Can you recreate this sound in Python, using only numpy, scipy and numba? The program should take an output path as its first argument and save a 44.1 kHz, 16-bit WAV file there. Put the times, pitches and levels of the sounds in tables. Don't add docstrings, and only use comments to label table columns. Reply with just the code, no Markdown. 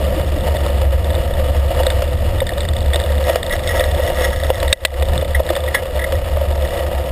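import sys
import numpy as np
from scipy import signal
from scipy.fft import rfft, irfft
from scipy.io import wavfile
from scipy.ndimage import uniform_filter1d
from numba import njit

SR = 44100
rng = np.random.default_rng(int(sys.argv[2]) if len(sys.argv) > 2 else 0)


def transcribe(signal):
    frames = np.atleast_2d(signal).T
    limited = np.clip(frames, -1, 1)
    pcm = np.round(limited * 32767).astype(np.int16)
    wavfile.write(sys.argv[1], SR, pcm)


N = 313551

# pitch in Hz, width in Hz, relative dB.
WALL_MODES = [(1212, 324, 2), (1843, 380, -1), (2430, 1500, -7), (2902, 257, 0.5), (3360, 360, -6.5),
              (4400, 6100, -12)]


def undb(db):
    return 10 ** (np.asarray(db) / 20)


def unit(x):
    return x / np.sqrt(np.mean(x ** 2))


def curve(table):
    return np.interp(np.arange(N) / SR, *np.transpose(table))


def swell(s, half_width_s):
    return np.exp(-((np.arange(N) / SR - s) / half_width_s) ** 2)


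def swells(table):
    return sum(db * swell(s, half_width) for s, db, half_width in table)


def walk(rate):
    hold = max(int(SR / rate), 1)
    steps = np.repeat(rng.standard_normal(N // hold + 1), hold)
    return unit(uniform_filter1d(uniform_filter1d(steps, hold), hold)[:N])


def ring(force, modes, size=16384):
    f = np.arange(size // 2 + 1) * SR / size
    power = sum(undb(db) ** 2 / (1 + (2 * (f - hz) / width) ** 2) ** 2 for hz, width, db in modes)
    cepstrum = irfft(np.log(power) / 2)
    cepstrum[1:size // 2] *= 2
    cepstrum[size // 2 + 1:] = 0
    response = irfft(np.exp(rfft(cepstrum)))
    return signal.oaconvolve(force, response)[:len(force)]


def grains(rate, spread_db):
    hits = rng.random(N) < rate / SR
    size = np.minimum(rng.exponential(size=N), 5)
    return hits * rng.choice([-1, 1], N) * undb(spread_db * size)


def blow(modes, contact_s, scrape, rise_s=0.00072, size=4096):
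    t = np.arange(size) / SR
    force = scrape * rng.standard_normal(size) * (1 - np.exp(-t / rise_s)) * np.exp(-t / contact_s)
    force[0] += 1
    sound = ring(force, modes, size=size)
    return sound / np.abs(sound).max()


def add(track, s, sound):
    i = max(int(s * SR), 0)
    track[i:i + len(sound)] += sound[:max(N - i, 0)]


@njit
def follow(size, attack, release):
    out, level = np.empty(len(size)), 0.
    for i in range(len(size)):
        level += (size[i] - level) * (attack if size[i] > level else release)
        out[i] = level
    return out


def wind(flutter_db=1.5):
    # centre in Hz, width in Hz, relative dB.
    bands = [(102, 39, -1), (158, 122, -4.5), (320, 380, -13)]
    # time in seconds, level in dB.
    breeze = [(0, -26.5), (1.2, -29.5), (4.3, -32.5), (4.95, -36.5), (7.11, -33)]
    # centre in seconds, rise in dB, half-width in seconds.
    gusts = [(5.17, 9, .12)]
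    eddies = rng.standard_normal(N) * undb(flutter_db * walk(35))
    return unit(ring(eddies, bands)) * undb(curve(breeze) + swells(gusts))


def hoots(half_width_s=0.012):
    # centre in seconds, pitch in Hz, peak in dB.
    tones = [(.175, 315, -17.5), (.372, 298, -22), (5.51, 345, -18.5)]
    t = np.arange(N) / SR
    return sum(undb(db) * swell(s, half_width_s) * np.sin(2 * np.pi * hz * t) for s, hz, db in tones)


def mount(chatter_db=-44.5, rough_rise_db=12.5, jolt_db=4.5, creak_hz=2080, focus_db_per_octave=9):
    # pitch in Hz, width in Hz, relative dB.
    modes = [(1280, 160, -3.5), (1683, 72, 1), (1926, 135, 5), (2126, 60, -2.5), (3495, 660, -8.5),
             (5446, 420, -7)]
    # centre in seconds, level in dB, half-width in seconds.
    ruts = [(3.311, -23, 0.056), (3.54, -24, 0.024), (3.765, -25, 0.11), (4.24, -23.5, 0.069),
            (4.468, -29.5, 0.04), (6.736, -35, 0.16)]
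    # start in seconds, peak in dB, decay time in seconds.
    creaks = [(3.502, -13, 0.016), (3.803, -12, 0.016), (5.345, -7, 0.0088), (5.676, -13.5, 0.0037),
              (5.742, -2.5, 0.013), (5.99, -16, 0.0061), (6.012, -17.5, 0.0087), (6.04, -9, 0.0015)]
    slips = grains(rate=1200, spread_db=3.3) * undb(jolt_db * walk(110))
    ground = undb(chatter_db + rough_rise_db * swell(4.26, half_width_s=0.79))
    shaking = sum(undb(db) * swell(s, half_width) for s, db, half_width in ruts)
    out = unit(ring(slips, modes)) * np.hypot(ground, shaking)
    creak_modes = [(hz, width, db - focus_db_per_octave * abs(np.log2(hz / creak_hz)))
                   for hz, width, db in modes]
    for s, db, decay_s in creaks:
        add(out, s, undb(db) * blow(creak_modes, decay_s, scrape=3., rise_s=0.0057))
    return out


def chain(links_per_s=31, tick_s=0.0014, uneven_db=1.5, burst_db=1.6, catch_gain_db=4):
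    # pitch in Hz, width in Hz, relative dB.
    modes = [(1870, 410, 3.5), (2950, 240, -14), (3603, 360, 6), (4330, 1200, -8.5)]
    # time in seconds, level in dB.
    run_levels = [(0, -39.5), (.6, -40.5), (1.55, -41.5), (2.3, -41), (2.8, -37), (3.2, -36), (4.7, -35),
                  (6.3, -44), (7.11, -42)]
    # start in seconds, peak in dB before catch_gain_db.
    catches = [(.5665, -17.5), (1.103, -21), (1.1502, -21), (1.833, -15), (1.8658, -8), (1.9016, -11),
               (2.403, -13.5), (2.467, -18.5), (2.4906, -16.5), (2.605, -16.5), (2.9326, -11),
               (2.9426, -11.5), (2.9576, -10), (2.999, -13.5), (3.4286, -20.5), (3.6737, -15),
               (3.7947, -14.5), (3.8386, -11.5), (4.6014, -17), (4.6783, -16), (5.4897, -18), (5.552, -18)]
    link_phase = np.cumsum(links_per_s * (1 + .3 * walk(30))) / SR % 1
    force_db = uneven_db * walk(30) + burst_db * walk(5)
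    ticks = np.exp(-link_phase / links_per_s / tick_s) * undb(force_db) * rng.standard_normal(N)
    out = unit(ring(ticks, modes)) * undb(curve(run_levels))
    for s, db in catches:
        own_colour = [(hz, width, mode_db - rng.standard_normal()) for hz, width, mode_db in modes]
        catch = blow(own_colour, contact_s=0.0021, scrape=.7, rise_s=0.00038)
        add(out, s, undb(db + catch_gain_db) * catch)
    return out


def snow(boom_db=-24.5, crunch_db=-33.5, firming_db_per_s=-0.21, patchy_db=1.34, clump_db=2.0):
    # pitch in Hz, width in Hz, relative dB.
    boom_modes = [(348.4, 46, -13), (518.6, 50.3, -1), (563, 103, -3.5), (666, 142, -8), (919, 105, -15.5)]
    # centre in seconds, boom rise in dB, half-width in seconds.
    soft_patches = [(.18, 2.5, 0.053), (.47, 4.5, 0.019), (.68, 1.5, 0.064), (1.84, 11, 0.083),
                    (2.96, 7, .06), (3.3, 5.5, 0.037), (3.78, 5, 0.082), (4.05, 4.5, 0.16),
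                    (4.26, 5, 0.068), (4.66, 4, 0.042), (5.16, 4.5, 0.054), (6.77, 6, 0.04)]
    dig_db = swells(soft_patches) + patchy_db * walk(12)
    fade_db = firming_db_per_s * np.arange(N) / SR
    clumps = undb(clump_db * walk(170))
    boom = unit(ring(clumps * grains(rate=4000, spread_db=1.5), boom_modes))
    crunch = unit(ring(clumps * grains(rate=5000, spread_db=2.5), WALL_MODES))
    return boom * undb(boom_db + dig_db) + crunch * undb(crunch_db + fade_db + .85 * dig_db)


def tread(knob_hz=70, waver=0.02264, throb_db=4.0, shake_db=-4.0, bounce_db=1.6, rumble_db=-12):
    # pitch in Hz, width in Hz, relative dB.
    frame_modes = [(30.3, 12.5, -13.5), (50, 33, -7.5), (66.7, 63, -13), (80.2, 20, -1)]
    # time in seconds, relative level in dB.
    load = [(0, -15), (1.05, -11), (1.9, -11.5), (3.15, -14.5), (3.45, -18), (3.58, -15), (4.3, -12.5),
            (4.85, -17.5), (5.1, -12), (5.75, -22), (6.1, -15), (7.11, -16)]
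    phase = 2 * np.pi * np.cumsum(knob_hz * (1 + waver * walk(14))) / SR
    knobs = unit(np.sin(phase) * undb(throb_db * walk(22.21)))
    shake = unit(ring(rng.standard_normal(N), frame_modes))
    drum = unit((knobs + undb(shake_db) * shake) * undb(bounce_db * walk(14)))
    rumble = unit(ring(rng.standard_normal(N), frame_modes[:1]))
    return (drum + undb(rumble_db) * rumble) * undb(curve(load)) / np.sqrt(2)


def bumps(clack_boom_db=-11):
    # pitch in Hz, width in Hz, relative dB.
    shove_modes = [(538, 79, 4.5), (609, 122, 1), (935, 235, -14.5)]
    buckle_modes = [(644, 153, -7), (1050, 270, -8), (1690, 360, 0.5), (1985, 106, 7.5), (2760, 860, -0.5),
                    (3680, 510, 3.5), (4530, 3900, -10.5)]
    # start in seconds, boom peak in dB, crack peak in dB.
    knocks = [(.482, -10.5, -17.5), (.546, -8.5, -28), (.662, -10, -23), (.816, -15, -16),
              (1.866, -1, -14.5), (2.02, -10, -14.5), (2.417, -8.5, -29), (2.957, -11, -9),
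              (3.357, 0, -5.5), (3.806, -7.5, -14), (4.502, 3.5, -6.5), (4.628, -8, -11.5), (5.023, -9, -9),
              (5.223, -9.5, -32), (5.4, -0.5, -17), (5.502, -3.5, -14), (5.563, -10.5, -10),
              (5.747, -12, -8), (5.855, -13.5, -22), (6.122, -13, -11), (6.369, -12, -19.5),
              (6.411, -10.5, -23)]
    # start in seconds, peak in dB.
    clacks = [(4.7274, 17), (4.85, 11.5)]
    out = np.zeros(N)
    for s, boom_db, crack_db in knocks:
        add(out, s, undb(crack_db) * blow(WALL_MODES, contact_s=0.0036, scrape=0.51, rise_s=0.0005))
        add(out, s, undb(boom_db) * blow(shove_modes, contact_s=0.0024, scrape=0.58, rise_s=0.0013))
    for s, db in clacks:
        add(out, s, undb(db) * blow(buckle_modes, contact_s=0.002, scrape=1.7, rise_s=0.0028))
        add(out, s, undb(db + clack_boom_db) * blow(shove_modes, contact_s=0.0023, scrape=0.3))
    return out


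def scene():
    return (tread() + wind() + snow() + mount() + chain() + bumps() + hoots())[None]


def record(dry, band_hz=5400, ceiling=0.36, attack_s=0.0023, release_s=0.085, hold_hz=12000, top_hz=15300):
    narrow = signal.sosfilt(signal.butter(14, band_hz, fs=SR, output="sos"), dry[0])
    envelope = follow(np.abs(narrow), 1 / (attack_s * SR), 1 / (release_s * SR))
    limited = narrow * ceiling / np.maximum(envelope, ceiling)
    clipped = np.clip(signal.resample(limited, round(N * hold_hz / SR)), -.85, .85)
    stepped = signal.resample(np.repeat(clipped, 4), N)
    top_cut = signal.ellip(10, .2, 80, top_hz, fs=SR, output="sos")
    return signal.sosfilt(top_cut, stepped)[None]


dry = scene()
out = record(dry)
transcribe(out)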